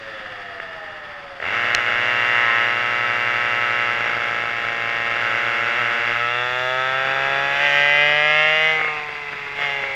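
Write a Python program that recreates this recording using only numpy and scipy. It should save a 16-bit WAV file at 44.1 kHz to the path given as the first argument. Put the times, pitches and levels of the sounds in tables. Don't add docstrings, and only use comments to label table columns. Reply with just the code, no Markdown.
import sys
import numpy as np
from scipy import signal
from scipy.fft import irfft
from scipy.io import wavfile
from scipy.ndimage import uniform_filter1d

SR = 44100
rng = np.random.default_rng(int(sys.argv[2]) if len(sys.argv) > 2 else 0)


def put_to_file(sound):
    columns = np.atleast_2d(sound).T
    safe = np.clip(columns, -1, 1)
    whole_steps = np.round(safe * 32767)
    wavfile.write(sys.argv[1], SR, whole_steps.astype(np.int16))


N = 438794
T = np.arange(N) / SR
HZ = np.fft.rfftfreq(4096, 1 / SR)

# pitch_hz, level_db
ROAD_COLOUR = [(20, -7.5), (60, -12.5), (110, -8.5), (280, -13.5), (700, -10.5), (920, -9.5), (1300, -4),
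               (1900, -1), (2450, -8.5), (2800, -9.5), (3100, -13.5), (3400, -10), (4000, -28.5),
               (4700, -17), (6500, -41), (9000, -42), (15000, -58.5)]
ROAD_DB, ROAD_DB_PER_OCTAVE = -37.5, 3.5
# start_s, level_db, pitch_hz, length_s
THUMPS = [(1.751, -33, 70, .009), (1.773, -38, 50, .022), (1.95, -44, 35, .03)]
# start_s, level_db (peak, before the trim in kerb)
STONE_HITS = [(1.749, 1)]
# pitch_hz, level_db (relative), t60_s
STONE_RING = [(2210, 4, 0.0042), (2753, 8, 0.0045), (4054, 0, 0.01), (5564, 0.5, 0.0048),
              (6200, -8, 0.0054), (8500, -24, 0.0052)]
# start_s, level_db (peak)
POPS = [(0.0855, -27), (0.2605, -24), (0.3545, -28.5), (0.5995, -17.5), (1.4, -17.5), (1.424, -14.5),
        (1.782, -11.5), (4.533, -20), (8.793, -16), (8.812, -11), (8.845, -11.5), (8.88, -14),
        (9.09, -19.5), (9.331, -22), (9.589, -16), (9.623, -19), (9.837, -14)]
# pitch_hz, level_db
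POP_COLOUR = [(40, -49), (150, -21), (300, -15.5), (500, 0), (680, 1.5), (930, -17), (1280, 0), (1480, 2.5),
              (1620, 2), (1950, 6.5), (2350, -8), (2800, -6), (4000, -38.5), (8000, -55)]

# time_s, load (0 throttle shut - 1 flat out)
LOAD = [(1.385, 0.01), (1.41, 0.61), (1.455, 0.86), (1.72, 0.88), (2.3, 0.9), (2.52, 0.96), (2.75, 0.86),
        (3.85, 0.87), (4.55, 0.73), (5.1, 0.86), (5.22, 0.86), (6.3, 0.87), (7.05, 0.82), (7.48, 0.83),
        (7.75, 0.89), (8.45, 0.85), (8.705, 0.86), (8.74, 0.75), (8.82, 0.46), (8.93, 0.33), (8.97, 0.24),
        (9.1, 0.08), (9.54, 0.14), (9.61, 0.79), (9.78, 0.63), (9.87, 0.48), (9.95, 0.5)]
# time_s, rate_hz
FIRST_SPEED = [(1.55, 117), (1.69, 118.2), (1.92, 118), (2.07, 120.7), (2.3, 120.5), (2.6, 118.7),
               (2.8, 120.5), (3.75, 120.2), (4.68, 116.8), (5.12, 116.7), (5.24, 119.6), (5.9, 119),
               (6.25, 119), (6.45, 123.5), (6.98, 132.8), (7.46, 139.2), (7.85, 144.1), (8.16, 149.3),
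               (8.7, 158), (8.82, 155.7), (8.92, 152), (9.2, 146.4), (9.45, 141.4), (9.78, 139.4),
               (9.94, 135.6)]
# time_s, rate_hz
SECOND_SLIP_SPEED = [(1.548, 102.9), (1.979, 104.2), (2.119, 107.7), (2.618, 107.7), (3.028, 109),
                     (3.86, 108.7), (4.02, 113.4), (4.579, 108.1), (4.75, 111.5), (5.169, 108.1),
                     (5.35, 111.6), (5.68, 113.9), (6.1, 116.1), (6.3, 120.3)]
# centre_s, half_length_s, first_swerve_hz, second_swerve_hz, surge_db
JOLTS = [(1.44, 0.029, 0, 0, 2.5), (1.822, 0.04696, 1.5, 4, -2.5), (2.506, .065, -2.5, 1, -1),
         (5.792, .028, 6.5, 6, 0), (7.639, 0.037, 2.5, 2.1, 2), (9.615, 0.054, 3, 3.2, -0.5)]
COAST_HZ, RUN_DOWN_OCTAVES_PER_S = (111.7, 114.4), .378
OPEN_S, FLARE_S = 1.41, .135
LOCK_S, LOCK_LAG = 6.3, 0.175
BITE_HZ = 120
PIPE_FROM_HZ, PIPE_SPREAD_HZ = 127, 6.3

UNEVEN_SLIPPING, UNEVEN_LOCKED, UNEVEN_COASTING = (.035, .18), (.012, .2), (.03, .08)
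LIGHT_LOAD_UNEVEN = 0.24
# centre_s, half_length_s, added_unevenness (0-1)
COUGHS = [(1.474, .06, .25), (2.493, .03, .1), (4.056, 0.1, 0.09), (4.4, .25, 0), (9.595, 0.036, 0)]
# start_s, end_s, added_unevenness (0-1), strong_weak_alternation (0-1)
STUMBLES = [(1.356, 1.96, 0.15, 0.2), (3.99, 5.195, 0.02, 0.73), (5.301, 6.1, 0.05, 0.05),
            (7.039, 8.148, 0.02, 0.49), (9.545, 9.903, 0.3, 0.5)]
STUMBLE_FADE_S, STUMBLE_SKIP = 0.042, .15

# pitch_hz, width_hz, level_db, even_against_odd_db, start_s, end_s
HARMONIC_RESONANCES = [(550, 50, -43, -14, 0, 1.4), (675, 140, -41, -18, 0, 1.4),
                       (825, 50, -46, 0, .75, 1.4), (1050, 60, -52, 0, .8, 1.4),
                       (1280, 100, -44, 0, 0, 1.4), (1790, 230, -40.5, 0, 0, 1.2),
                       (2850, 120, -52, 0, 0, 1.4), (3400, 150, -55, 0, 0, .8),
                       (725, 60, -41, 0, 8.95, 9.55), (1060, 100, -41, 0, 8.85, 9.25),
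                       (1235, 70, -30, 0, 8.77, 8.98), (2170, 100, -25, 0, 8.78, 8.94),
                       (2190, 90, -25, 0, 9.82, 10), (555, 60, -33, 0, 9.58, 10)]
RESONANCE_FADE_S = .06

# time_s,
# state (0 idling down, 1 clutch slipping, 2 pulling, 3 on the pipe, 4 peak revs, 5 overrun)
STATE = [(0, 0.25), (1.38, 0.28), (1.43, 0.91), (6.1, 1.05), (6.45, 2.11), (7.4, 2.21), (7.75, 2.95),
         (7.95, 2.86), (8.35, 3.95), (8.7, 4.32), (8.9, 5), (9.52, 5), (9.62, 4.14), (9.78, 4.5),
         (9.87, 4.6)]
# pitch_hz, level_db
IDLING = [(100, -12), (280, -11), (450, -2.5), (660, -9.5), (800, 0), (930, -21.5), (1050, -7),
          (1400, -17.5), (1800, 3), (2100, -2.5), (2500, -19), (2850, -6.5), (3100, -22.5), (3400, -8.5),
          (4500, -23), (8000, -58)]
SLIPPING = [(120, 1.5), (240, -4), (360, -1), (520, 5.5), (830, 9.5), (960, 7), (1080, 7), (1440, -11),
            (1820, 8), (2200, 10.5), (2500, -8), (3200, -12), (4400, -27.5), (8000, -45.5)]
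PULLING = [(130, -1), (260, -13.5), (400, 7), (530, 8), (920, 5.5), (1020, -6.5), (1250, -3), (1600, -14),
           (1800, -2.5), (2400, -13.5), (3000, -30), (3450, -16), (4300, -39.5), (8000, -59.5)]
ON_PIPE = [(150, -8.5), (300, -27.5), (440, -5.5), (590, 5.5), (740, 0), (870, -3.5), (1000, -12),
           (1300, -20.5), (1600, -11), (1750, -3.5), (2030, 9.5), (2250, -7), (2450, 3.5), (2680, -28),
           (2950, -5.5), (3200, -11.5), (3450, -23.5), (3900, -21), (4300, -33), (5400, -35.5),
           (8000, -51.5)]
PEAK_REVS = [(150, -4), (300, -26), (460, -0.5), (620, 10), (770, 5.5), (930, -6.5), (1080, 1.5),
             (1240, -3.5), (1400, -4), (1600, -14), (1850, 6), (2150, 9.5), (2330, -3), (2500, -2.5),
             (2700, -12.5), (3100, -8.5), (3550, -14.5), (3700, -29), (3870, -17.5), (4300, -31),
             (5400, -33.5), (8000, -63)]
OVERRUN = [(145, -1), (290, -8.5), (430, 11.5), (590, -2.5), (730, 10), (1000, 5.5), (1350, -6),
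           (1650, -11.5), (2050, 9), (2500, -4.5), (3000, -22), (3900, -21), (4500, -29), (8000, -72.5)]
# pitch_hz, level_db
SECOND_SLIPPING = [(110, -4), (220, -6.5), (400, -4), (550, 4.5), (870, -10.5), (1100, -8), (1320, 2),
                   (1520, 4), (1720, -28), (1900, -2.5), (2200, 1), (2500, -15), (3100, -23), (7000, -48)]
SECOND_LOCKED = [(130, -7.5), (260, -8), (400, 3.5), (620, 2), (900, -5.5), (1100, -1.5), (1300, -1),
                 (1600, -12.5), (1950, -3), (2400, -7.5), (2800, -17), (3400, -28), (4400, -37),
                 (8000, -53)]
# pitch_hz, width_hz, lift_db
PIPE = [(636, 18, 7), (933, 29, -8.5), (1306, 98, 11.5), (1602.5, 243, 13), (2140, 77, -1),
        (2710, 416, 16.5), (3416, 564, 9.5), (4745, 320, 14.5), (5560, 970, 14.5)]
HOT_PIPE = 1.016
# pitch_hz, level_db
TURBULENCE = [(100, -27.5), (500, 1), (950, 9.5), (1350, 5.5), (2000, 13.5), (3000, 9), (5000, 11)]
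# delay_s, level_db
ECHOES = [(.0043, -16.5), (0.0108, -15.5)]
SILENCER_REFLECTION = .45
PIPE_TRIP_S = 0.000367
# pitch_hz, width_hz, level_db, load (0-1)
LOAD_RINGS = [(1010, 82, 9.5, 0.97), (1880, 260, 2, 0.94), (2826, 280, -0.5, 0.92), (3360, 230, -17, 0.4)]
RING_LOAD_SPREAD = 0.057
# pitch_hz, level_db
RASP_COLOUR = [(1500, -21), (3000, 6.5), (4000, 9.5), (4700, -9.5), (5600, -9.5), (6800, 0), (8500, -12.5),
               (11000, -49.5), (14300, -6.5), (15200, -18)]
# centre_s, half_length_s, level_db
RASP_SWELLS = [(2.298, 0.23, 1.5), (7.716, .15, 4), (8.5, 0.49, -0.5)]

# full_load_db (at BITE_HZ),
# lost_with_throttle_shut_db, per_octave_of_speed_db, gained_when_locked_db, gained_on_pipe_db
DRONE_LAW = (-28.5, 15.5, 7.5, 7.5, -1)
BARK_LAW = (-18.5, 22, 17, -3, 2.5)
RASP_LAW = (-37.5, 10.5, 11, 9, -9.5)
# time_s, level_db
SECOND_LEVEL = [(1.35, -7), (1.5, -4.5), (2.4, -4.5), (4.1, -4.5), (5.1, -9.5), (5.3, -1), (6.2, -3),
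                (6.5, -20.5), (7.05, -6), (7.9, -12.5), (8.6, -17.5), (9.1, -20.5), (9.5, -16.5)]
DRONE_HANG_S = 0.05
BARK_SURGE = 0.94
SPUTTER_DB, SPUTTER_S = 1.5, 0.015
EDGE_HZ = 15300


def amp(db):
    return 10 ** (np.asarray(db) / 20)


def evened(x):
    return x / np.sqrt(np.mean(x ** 2) + 1e-20)


def ramp(x):
    return np.clip(x, 0, 1)


def swell(s, half_s):
    return np.exp(-((T - s) / half_s) ** 2)


def curves(rows, t=T):
    s, *columns = np.transpose(rows)
    return [np.interp(t, s, column) for column in columns]


def spectrum(points):
    hz, db = np.transpose(points)
    return amp(np.interp(np.log(HZ + 1), np.log(hz), db))


def causal(gain):
    both_sides = np.r_[gain, gain[-2:0:-1]]
    log_gain = np.log(np.maximum(both_sides, 1e-5))
    return np.exp(np.conj(signal.hilbert(log_gain)))[:len(gain)]


def delayed(s):
    return np.exp(-2j * np.pi * HZ * s)


def filtered(x, response):
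    return signal.oaconvolve(x, irfft(response))[:N]


def add(mix, s, sound):
    part = mix[round(s * SR):][:len(sound)]
    part += sound[:len(part)]


def speeds():
    flare, rates = ramp((T - OPEN_S) / FLARE_S), []
    for k, driven in enumerate((FIRST_SPEED, SECOND_SLIP_SPEED)):
        coast_hz = COAST_HZ[k] * 2 ** (-RUN_DOWN_OCTAVES_PER_S * T)
        swerve_hz = sum(hz[k] * swell(s, half_s) for s, half_s, *hz, _ in JOLTS)
        rates.append(coast_hz + flare * (curves(driven)[0] - coast_hz) + swerve_hz)
    first_hz, second_hz = rates
    return first_hz, np.where(T < LOCK_S, second_hz, first_hz)


def road(flutter_db=1.5):
    gripping = (T < OPEN_S) | (T > LOCK_S)
    axle_hz = np.interp(T, T[gripping], speeds()[0][gripping])
    flutter = evened(uniform_filter1d(rng.standard_normal(N), size=1200))
    level_db = ROAD_DB + ROAD_DB_PER_OCTAVE * np.log2(axle_hz / BITE_HZ) + flutter_db * flutter
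    hiss = evened(filtered(rng.standard_normal(N), causal(spectrum(ROAD_COLOUR))))
    return amp(level_db) * hiss


def kerb(stone_db=-1, contact_s=0.00013):
    out, t = np.zeros(N), T[:SR // 2]
    ring = sum(amp(db - 60 * t / t60) * np.sin(2 * np.pi * hz * t) for hz, db, t60 in STONE_RING)
    ring *= 1 - np.exp(-t / contact_s)
    for s, db in STONE_HITS:
        add(out, s, amp(db + stone_db) * ring / abs(ring).max())
    for s, db, hz, length in THUMPS:
        add(out, s, amp(db) * np.sin(2 * np.pi * hz * t) * np.exp(-(t / length) ** 2))
    return out


def bounces(trips_s=(.0005, .0011)):
    delays = np.exp(-2j * np.pi * np.outer(trips_s, HZ))
    return np.prod((delays - SILENCER_REFLECTION) / (1 - SILENCER_REFLECTION * delays), axis=0)


def pops():
    out, pop = np.zeros(N), irfft(causal(spectrum(POP_COLOUR)) * bounces())
    for s, db in POPS:
        add(out, s, amp(db) * pop / abs(pop).max())
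    return out


def resonant_harmonics(second_db=-4, top_order=34):
    near = np.array([ramp(np.minimum(T - start, end - T) / RESONANCE_FADE_S + .5)
                     for *_, start, end in HARMONIC_RESONANCES])
    out, on = np.zeros(N), near.any(axis=0)
    near = near[:, on]
    engine_gains = 1, amp(second_db) * (T[on] < LOCK_S)
    for hz, engine_gain in zip(speeds(), engine_gains):
        turns, hz = np.cumsum(hz)[on] / SR, hz[on]
        for k in range(4, top_order):
            gain = 0
            for share, (centre, width, db, even_db, *_) in zip(near, HARMONIC_RESONANCES):
                peak = amp(db + even_db * (k % 2 == 0))
                gain = gain + share * peak / (1 + (2 * (k * hz - centre) / width) ** 2)
            out[on] += engine_gain * gain * np.sin(2 * np.pi * (k * turns + rng.random()))
    return out


def locked(grip_s=0.93):
    return ramp((T - LOCK_S) / grip_s)


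def shut():
    return ramp(1 - curves(LOAD)[0])


def loudness(law, hz, hang_s=0):
    full_db, shut_db, octave_db, lock_db, pipe_db = law
    load = np.maximum(curves(LOAD)[0], curves(LOAD, T - hang_s)[0])
    on_pipe = ramp((hz - PIPE_FROM_HZ) / PIPE_SPREAD_HZ)
    steady_db = full_db - shut_db * (1 - load) + octave_db * np.log2(hz / BITE_HZ)
    return steady_db + load * (lock_db * locked() + pipe_db * on_pipe)


def combustion():
    opened, grip = ramp((T - OPEN_S) / FLARE_S), locked()
    light_load = opened * LIGHT_LOAD_UNEVEN * shut()
    first, second = ((1 - opened) * coast + (opened - grip) * slip + grip * lock + light_load
                     for coast, slip, lock in zip(UNEVEN_COASTING, UNEVEN_SLIPPING, UNEVEN_LOCKED))
    first = first + sum(uneven * swell(s, half_s) for s, half_s, uneven in COUGHS)
    alternation = np.zeros(N)
    for start, end, uneven, depth in STUMBLES:
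        stumble = ramp(np.minimum(T - start, end - T) / STUMBLE_FADE_S + .5)
        second = second + uneven * stumble
        alternation = alternation + depth * stumble
    return ramp(first), ramp(second), alternation


def firings(turns, uneven, alternation, size_spread=0.25, carry_over=0.13, jitter_s=.0001, puff_turns=0.88):
    count = np.arange(np.ceil(turns[0]), turns[-1])
    s = np.interp(count, turns, T)
    chance = rng.standard_normal((len(s), 2))
    rough = ramp(np.interp(s, T, uneven))
    burn = chance[:, 0] - carry_over * np.roll(chance[:, 0], 1)
    strong_weak = (-1) ** np.cumsum(rng.random(len(s)) > STUMBLE_SKIP)
    size = np.maximum(1 + size_spread * rough * burn + np.interp(s, T, alternation) * strong_weak, 0)
    size /= np.sqrt(1 + (size_spread * rough) ** 2)
    place = (s + jitter_s * rough * chance[:, 1]) * SR
    taps = np.floor(place)[:, None] + np.arange(-7, 9)
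    offset = taps - place[:, None]
    shape = np.sinc(offset) * np.sinc(offset / 8)
    height = size * np.sqrt(np.gradient(s) * SR)
    samples = np.clip(taps, 0, N - 1).astype(int)
    pulses = np.bincount(samples.ravel(), (shape * height[:, None]).ravel(), N)
    latest = np.maximum(np.searchsorted(s, T) - 1, 0)
    gate = evened(np.exp(-(turns % 1) / puff_turns)) * size[latest]
    puffs = uneven * gate * rng.standard_normal(N)
    return pulses, puffs, gate


def piped(points, heat=1):
    lift_db = sum(db / (1 + (2 * (HZ - heat * hz) / width) ** 2) for hz, width, db in PIPE)
    radiation = np.minimum(HZ / 90, 1) ** 2
    return spectrum(points) * amp(lift_db) * radiation


def exhaust(pulses, puffs, levels, colours, split_hz=1100, return_s=0.001887, return_db=-16):
    drone_db, bark_db = levels
    state, = curves(STATE)
    drive = pulses + filtered(puffs, causal(spectrum(TURBULENCE)))
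    low = 1 / (1 + (HZ / split_hz) ** 12)
    high = (1 - low) * (1 + sum(amp(db) * delayed(s) for s, db in ECHOES))
    cone_return = 1 + amp(return_db) * (1 - low) * delayed(return_s)
    out = np.zeros(N)
    for k, colour in enumerate(colours):
        heat = HOT_PIPE if colour is PEAK_REVS else 1
        response = causal(piped(colour, heat)) * delayed(.002)
        if colour is ON_PIPE or colour is PEAK_REVS:
            response = response * bounces([PIPE_TRIP_S]) * cone_return
        else:
            response = response * bounces()
        share = np.maximum(1 - abs(state - k), 0)
        for band, db in ((low, drone_db), (high, bark_db)):
            voice = response * band
            voice = voice / np.sqrt(np.mean(abs(voice) ** 2))
            out += filtered(drive * share * amp(db), voice)
    return out


def singing(sound):
    load, out = curves(LOAD)[0], sound
    for hz, width, db, best_load in LOAD_RINGS:
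        ring = signal.lfilter(*signal.iirpeak(hz, hz / width, fs=SR), sound)
        out = out + amp(db) * np.exp(-((load - best_load) / RING_LOAD_SPREAD) ** 2) * ring
    return out


def port_rasp(first_gate, second_gate, steady_rasp=0.58):
    gate = np.sqrt(steady_rasp ** 2 + first_gate ** 2 + second_gate ** 2)
    gate = np.roll(gate, round(.002 * SR))
    rasp = evened(filtered(gate * rng.standard_normal(N), causal(piped(RASP_COLOUR))))
    return rasp * amp(sum(db * swell(s, half_s) for s, half_s, db in RASP_SWELLS))


def engines(engine_db=-1.0, rasp_db=-2):
    first_hz, second_hz = speeds()
    first_uneven, second_uneven, alternation = combustion()
    sputter = shut() * evened(uniform_filter1d(rng.standard_normal(N), size=round(SPUTTER_S * SR)))
    surge_db = sum(db * swell(s, half_s) for s, half_s, _, _, db in JOLTS)
    drone_db = loudness(DRONE_LAW, first_hz, DRONE_HANG_S) + surge_db
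    bark_db = loudness(BARK_LAW, first_hz) + BARK_SURGE * surge_db + SPUTTER_DB * sputter
    levels = drone_db, bark_db

    first_turns = np.cumsum(first_hz) / SR
    slip = np.cumsum(first_hz - second_hz) / SR
    second_turns = first_turns - slip + slip[-1] - LOCK_LAG
    pulses, puffs, first_gate = firings(first_turns, first_uneven, np.zeros(N))
    first = exhaust(pulses, puffs, levels, [IDLING, SLIPPING, PULLING, ON_PIPE, PEAK_REVS, OVERRUN])
    pulses, puffs, second_gate = firings(second_turns, second_uneven, alternation)
    second = exhaust(pulses, puffs, levels, [IDLING, SECOND_SLIPPING] + 4 * [SECOND_LOCKED])

    balance = amp(curves(SECOND_LEVEL)[0])
    both = singing(first + balance * second) / np.hypot(1, balance)
    rasp = port_rasp(first_gate, balance * second_gate)
    return amp(engine_db) * both + amp(loudness(RASP_LAW, first_hz) + rasp_db) * rasp


def scene():
    return (road() + kerb() + pops() + resonant_harmonics() + engines())[None]


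def record(dry):
    lowpass = signal.firwin(511, EDGE_HZ, window=("kaiser", 9), fs=SR)
    return signal.oaconvolve(dry, lowpass[None], "same")


dry = scene()
out = record(dry)
put_to_file(out)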